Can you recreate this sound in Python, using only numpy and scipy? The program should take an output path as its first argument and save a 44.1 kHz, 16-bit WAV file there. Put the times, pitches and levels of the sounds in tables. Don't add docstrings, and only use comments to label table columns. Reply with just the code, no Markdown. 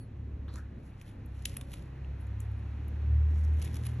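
import sys
import numpy as np
from scipy import signal
from scipy.fft import rfft, irfft
from scipy.io import wavfile
from scipy.ndimage import uniform_filter1d

SR = 44100
rng = np.random.default_rng(int(sys.argv[2]) if len(sys.argv) > 2 else 0)


def output_pcm(signal):
    pcm = np.clip(np.atleast_2d(signal).T, -1, 1) * 32767
    wavfile.write(sys.argv[1], SR, np.round(pcm).astype(np.int16))


N = 176400


# low Hz, high Hz.
SHELL_BANDS = [(930, 1400), (1850, 3700), (3950, 9400), (9800, 11350), (12400, 14300)]
# start in seconds, then knock, body, edge, fizz and air in dB.
CLAW_TICKS = [(.481, -60, -61, -82, -74, -95), (.539, -70, -69, -59, -58, -77),
              (.5572, -57, -62, -53, -59, -95), (1.0135, -69, -54, -59, -61, -90),
              (1.020, -85, -72, -72, -64, -70), (1.422, -83, -63, -60.5, -59, -95),
              (1.4525, -72, -49, -47, -53, -65), (1.455, -78, -33.5, -34.5, -31, -68),
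              (1.540, -62, -57, -65, -57, -90), (1.5675, -56, -44.5, -48, -34.5, -61),
              (1.6115, -61, -48, -50, -51, -72), (1.7335, -58, -54, -58, -54, -66),
              (1.738, -55, -48.5, -52.5, -48, -62), (1.823, -80, -72, -64, -67, -90),
              (3.4405, -73, -68, -64, -66, -85), (3.449, -75, -67, -61, -64, -80),
              (3.5355, -80, -74, -70, -66, -88), (3.597, -72, -63, -62, -61, -85),
              (3.617, -62, -51, -49, -49, -78), (3.623, -63, -52, -47, -47, -71),
              (3.6415, -70, -60, -59, -55, -70), (3.646, -72, -57, -53, -50, -64),
              (3.652, -70, -59, -56, -53, -76), (3.676, -65, -52, -62, -56, -77),
              (3.732, -68.5, -64, -67, -59, -73), (3.743, -63, -57, -52, -53, -60),
              (3.7555, -68, -55, -55, -50, -64), (3.767, -56, -52, -51.5, -50, -65),
              (3.8655, -56, -49.5, -52, -41, -95)]

def claw_ticks():
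    return snaps(CLAW_TICKS, SHELL_BANDS, decay_s=.001)


def snaps(hits, bands, decay_s):
    rebound_s, rebound_db = .0023, (-13, -10, -6, 3, -6)
    size = 2048
    out, t = np.zeros(N), np.arange(size) / SR
    rebound = (t > rebound_s) * np.exp(-np.abs(t - rebound_s) / decay_s)
    for start, *levels in hits:
        for edges, db, again_db in zip(bands, levels, rebound_db):
            envelope = np.exp(-t / decay_s) + undb(again_db) * rebound
            burst = band(envelope * crackle(size, grain=.19), edges, order=3)
            add(out, start, unit(burst) * np.sqrt(180 / size) * undb(db))
    return out


# peak time, rise and fall in seconds, then body, edge and fizz in dB.
LEG_SCRAPES = [(.568, 0.024, 0.021, -69, -59.5, -63), (.87, 0.035, 0.031, -87, -73.5, -70.5),
               (1.0, 0.022, 0.022, -74, -74, -77), (1.085, .024, 0.028, -66, -68, -65.5),
               (1.39, 0.051, 0.073, -72.5, -72, -72), (1.48, .008, 0.055, -65, -58.5, -57.5),
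               (1.738, 0.02, .009, -59, -60, -55), (1.775, 0.06, 0.051, -66, -67.5, -66),
               (2.21, 0.011, 0.021, -80, -83, -68), (2.41, .004, 0.022, -82, -69.5, -63),
               (3.385, 0.07, 0.1, -80, -68, -72), (3.65, 0.034, 0.034, -58.5, -60, -59),
               (3.75, 0.044, 0.047, -65, -65, -67), (3.866, 0.012, .005, -58, -60, -48),
               (3.865, 0.043, 0.093, -66, -67, -67)]
SNAGS_PER_S, SNAG_DB, SNAG_SPREAD = 140, -7, .49

def leg_scrapes():
    envelopes = sum(np.outer(undb(levels), swell(peak, rise, fall))
                    for peak, rise, fall, *levels in LEG_SCRAPES)
    snags = (rng.random(N) < SNAGS_PER_S / SR) * np.exp(SNAG_SPREAD * rng.standard_normal(N))
    slips = crackle(N, grain=.75) + undb(SNAG_DB) * unit(snags)
    return sum(envelope * unit(band(slips, edges, order=4))
               for envelope, edges in zip(envelopes, SHELL_BANDS[1:]))


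# peak time, rise and fall in seconds, low Hz, high Hz, level in dB.
RUBS_AND_RING = [(0.482, 0.0036, .03, 950, 1700, -56.5), (0.489, 0.0043, .03, 3300, 4500, -62),
                 (.545, .025, .02, 3500, 4600, -65), (0.562, 0.019, .012, 950, 1500, -57.5),
                 (.577, 0.0067, .036, 1250, 1750, -53), (1.52, .06, .07, 1900, 3000, -61),
                 (1.68, .2, .12, 525, 580, -63)]

def rubs_and_ring():
    return sum(undb(db) * swell(peak, rise, fall) * unit(band(crackle(N, grain=.4), (low, high)))
               for peak, rise, fall, low, high, db in RUBS_AND_RING)


# starting pitch in Hz, starting level in dB.
SQUEAK_TONES = [(10920, -63), (4550, -72)]
SQUEAK_SAG_PER_S, SQUEAK_FADE_S = 1.5, .044

def squeak():
    t = np.arange(N) / SR
    bend = np.exp(-SQUEAK_SAG_PER_S * t) * (1 + .011 * walk(450))
    phase = 2 * np.pi * np.cumsum(bend) / SR
    tones = sum(undb(db) * unit(np.sin(hz * phase)) for hz, db in SQUEAK_TONES)
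    return np.exp(-(t / SQUEAK_FADE_S) ** 2) * tones


# low Hz, high Hz.
DROP_BANDS = [(950, 1400), (2200, 3050), (6400, 8600), (9300, 11700), (11800, 13800)]
# start in seconds, then knock, body, edge, fizz and air in dB.
WATER_DROPS = [(1.260, -77, -78, -75, -61, -74), (2.046, -72.5, -58, -81, -87, -95),
               (2.269, -79, -72, -69.5, -69, -95), (2.4025, -80, -64, -51, -51, -95),
               (2.517, -89.5, -81.5, -80, -69, -82), (2.881, -82, -70, -72, -59, -64)]

def water_drops():
    return snaps(WATER_DROPS, DROP_BANDS, decay_s=.0007)


# peak time, rise and fall in seconds, pitch in Hz, level in dB.
BUBBLE_NOTE = (2.595, .025, .012, 10100, -74)

def bubble():
    peak, rise, fall, hz, db = BUBBLE_NOTE
    phase = 2 * np.pi * np.cumsum(hz * (1 + .004 * walk(200))) / SR
    return undb(db) * swell(peak, rise, fall) * unit(np.sin(phase))


# time in seconds, speed in Hz.
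ENGINE_SPEED = [(0.0, 36.8), (0.13, 35.63), (0.57, 34.35), (1.53, 32.3), (2.49, 34.57), (3.39, 38.0),
                (3.5, 37.71), (3.87, 38.97), (4.0, 39.9)]
# time in seconds, level in dB.
ORDER_2_LEVEL = [(0, -56), (.25, -39.5), (.48, -38.5), (.72, -45), (.85, -55), (1.15, -56), (1.3, -41),
                 (1.6, -43), (1.88, -48), (2.08, -36), (2.44, -38.5), (2.98, -33.5), (3.15, -21.5),
                 (3.36, -25), (3.56, -25), (3.68, -36), (4, -37)]
ORDER_3_LEVEL = [(0, -46.5), (.3, -46), (0.748, -53), (1.25, -45.5), (1.5, -44.5), (1.802, -53),
                 (2.098, -50.5), (2.27, -40), (2.52, -34.5), (2.681, -44.5), (2.98, -45), (3.151, -31.5),
                 (3.382, -49.5), (3.651, -45), (3.85, -34.5), (4, -35)]
ORDER_4_LEVEL = [(0, -68.5), (1.3, -51.5), (1.65, -48), (1.82, -55), (1.97, -46.5), (2.3, -59.5),
                 (2.9, -66), (3.2, -52), (3.5, -52), (4, -68)]
# multiple of the speed, level in dB at cruise.
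WEAK_ORDERS = [(1, -57), (5, -62), (6, -62), (7, -68), (10, -67)]
CRUISE_HZ, LOAD_DB_PER_HZ, ENGINE_WAVER_DB = 38, 1.2, .7

def engine():
    speed = curve(ENGINE_SPEED)
    phase = 2 * np.pi * np.cumsum(speed) / SR
    load_db = LOAD_DB_PER_HZ * (speed - CRUISE_HZ)
    orders = [(2, curve(ORDER_2_LEVEL)), (3, curve(ORDER_3_LEVEL)), (4, curve(ORDER_4_LEVEL))]
    orders += [(k, db + load_db * (k > 1)) for k, db in WEAK_ORDERS]
    out = np.zeros(N)
    for k, db in orders:
        gain = undb(db + ENGINE_WAVER_DB * walk(7.56))
        out += gain * unit(np.sin(k * phase + 2 * np.pi * rng.random()))
    return out


# frequency in Hz, relative level in dB.
RUMBLE_EQ = [(20, -19), (43, -18), (50, 2), (56, 4.5), (75, -1.5), (110, 0), (155, -4.5), (200, -8.5),
             (270, -9.3), (400, -18.5), (650, -27.5), (1200, -62), (4000, -76.5)]
WASH_EQ = [(210, -3), (425, 3.5), (525, 4), (635, -2.5), (750, 3.5), (1150, -1), (1950, 0), (2200, -4),
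           (2500, -3), (3250, -11.5), (4150, -14), (5100, -20), (6300, -21.5), (8600, -28.5),
           (10800, -23.5), (12300, -36), (14200, -48)]
# time in seconds, level in dB.
RUMBLE_FADER = [(0, -46), (1, -49), (1.45, -47), (1.9, -48.5), (2.7, -46), (3.3, -44.5), (4, -42)]
WASH_FADER = [(0, -66.3), (1.4, -62.6), (2, -60.9), (3.1, -58), (4, -56.5)]
# frequency in Hz, side level against mid in dB.
TRAFFIC_WIDTH = [(60, -47.5), (120, -36), (200, -23.5), (350, -11.5), (600, -2), (1140, -5.5),
                 (2050, -11.5), (3700, -7.5), (7000, -7), (9000, -8)]

def traffic(eq, fader, flicker_db):
    mid, side = (unit(colour(rng.standard_normal(N), eq)) for _ in range(2))
    stereo = mid + colour(side, TRAFFIC_WIDTH) * np.array([[1], [-1]])
    return stereo * undb(curve(fader) + flicker_db * walk(10))


# low Hz, high Hz, level in dB.
ROOM_AIR = (650, 1150, -71.5)

def room_tone():
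    low, high, db = ROOM_AIR
    return undb(db) * unit(band(rng.standard_normal((2, N)), (low, high)))


ROOM_T60_S, ROOM_DB, ROOM_DELAY_S, ROOM_BAND_HZ = .16, -14.5, .0024, (200, 11800)

def room_reverb(x):
    t = np.arange(SR // 2) / SR
    tail = rng.standard_normal((2, len(t))) * np.exp(-np.log(1000) * t / ROOM_T60_S) * (t > ROOM_DELAY_S)
    send = band(np.array([x, x]), ROOM_BAND_HZ, order=8)
    return undb(ROOM_DB) * signal.fftconvolve(send, unit(tail) / np.sqrt(len(t)), axes=1)[:, :N]


# frequency in Hz, phase lag in radians.
PORT_LAG = [(0, 0), (600, -0.5), (1460, -0.2), (2410, 0.6), (4050, 0.8), (4570, 2.0), (5340, 5.4),
            (5680, 6.2), (6200, 6.4), (8350, 9.1), (9560, 9.5), (10900, 11.1), (11800, 12.4), (12200, 12.6)]

def mic_ports(x):
    lag = np.interp(np.arange(N // 2 + 1) * SR / N, *np.array(PORT_LAG, float).T)
    return np.array([x[0], irfft(rfft(x[1]) * np.exp(-1j * lag), N)])


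def undb(db):
    return 10 ** (np.asarray(db) / 20)


def unit(x):
    return x / np.sqrt(np.mean(x ** 2))


def curve(rows):
    return np.interp(np.arange(N) / SR, *np.array(rows, float).T)


def colour(x, points):
    hz, db = np.array(points, float).T
    bins_hz = np.arange(N // 2 + 1) * SR / N
    return irfft(rfft(x) * undb(np.interp(np.log(bins_hz + 1), np.log(hz), db)), N)


def band(x, edges_hz, order=2):
    return signal.sosfilt(signal.butter(order, edges_hz, "band", fs=SR, output="sos"), x)


def walk(rate_hz):
    hold = int(SR / rate_hz)
    steps = np.repeat(rng.standard_normal(N // hold + 1), hold)
    return unit(uniform_filter1d(uniform_filter1d(steps, hold), hold)[:N])


def crackle(size, grain):
    noise, strength = rng.standard_normal((2, size))
    return unit(noise * np.exp(grain * np.repeat(strength, 8)[:size]))


def swell(peak_s, rise_s, fall_s):
    t = np.arange(N) / SR - peak_s
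    return np.exp(-np.abs(t) / np.where(t < 0, rise_s, fall_s))


def add(out, start_s, x):
    i = int(start_s * SR)
    out[i:i + len(x)] += x[:N - i]


def scene():
    near = claw_ticks() + water_drops() + leg_scrapes() + rubs_and_ring() + squeak() + bubble()
    drone = engine() + traffic(RUMBLE_EQ, RUMBLE_FADER, flicker_db=2.1)
    reverb = room_reverb(near)
    wash = traffic(WASH_EQ, WASH_FADER, flicker_db=.02)
    return mic_ports(near + reverb + wash) + drone + room_tone()


# frequency in Hz, gain in dB.
MIC_EQ = [(11700, -1), (12300, 0.5), (13000, -4), (14700, -4)]
HIGH_CUT_HZ = 15500

def record(dry):
    high_cut = signal.ellip(6, .2, 60, HIGH_CUT_HZ, fs=SR, output="sos")
    return signal.sosfilt(high_cut, colour(dry, MIC_EQ))


dry = scene()
out = record(dry)
output_pcm(out)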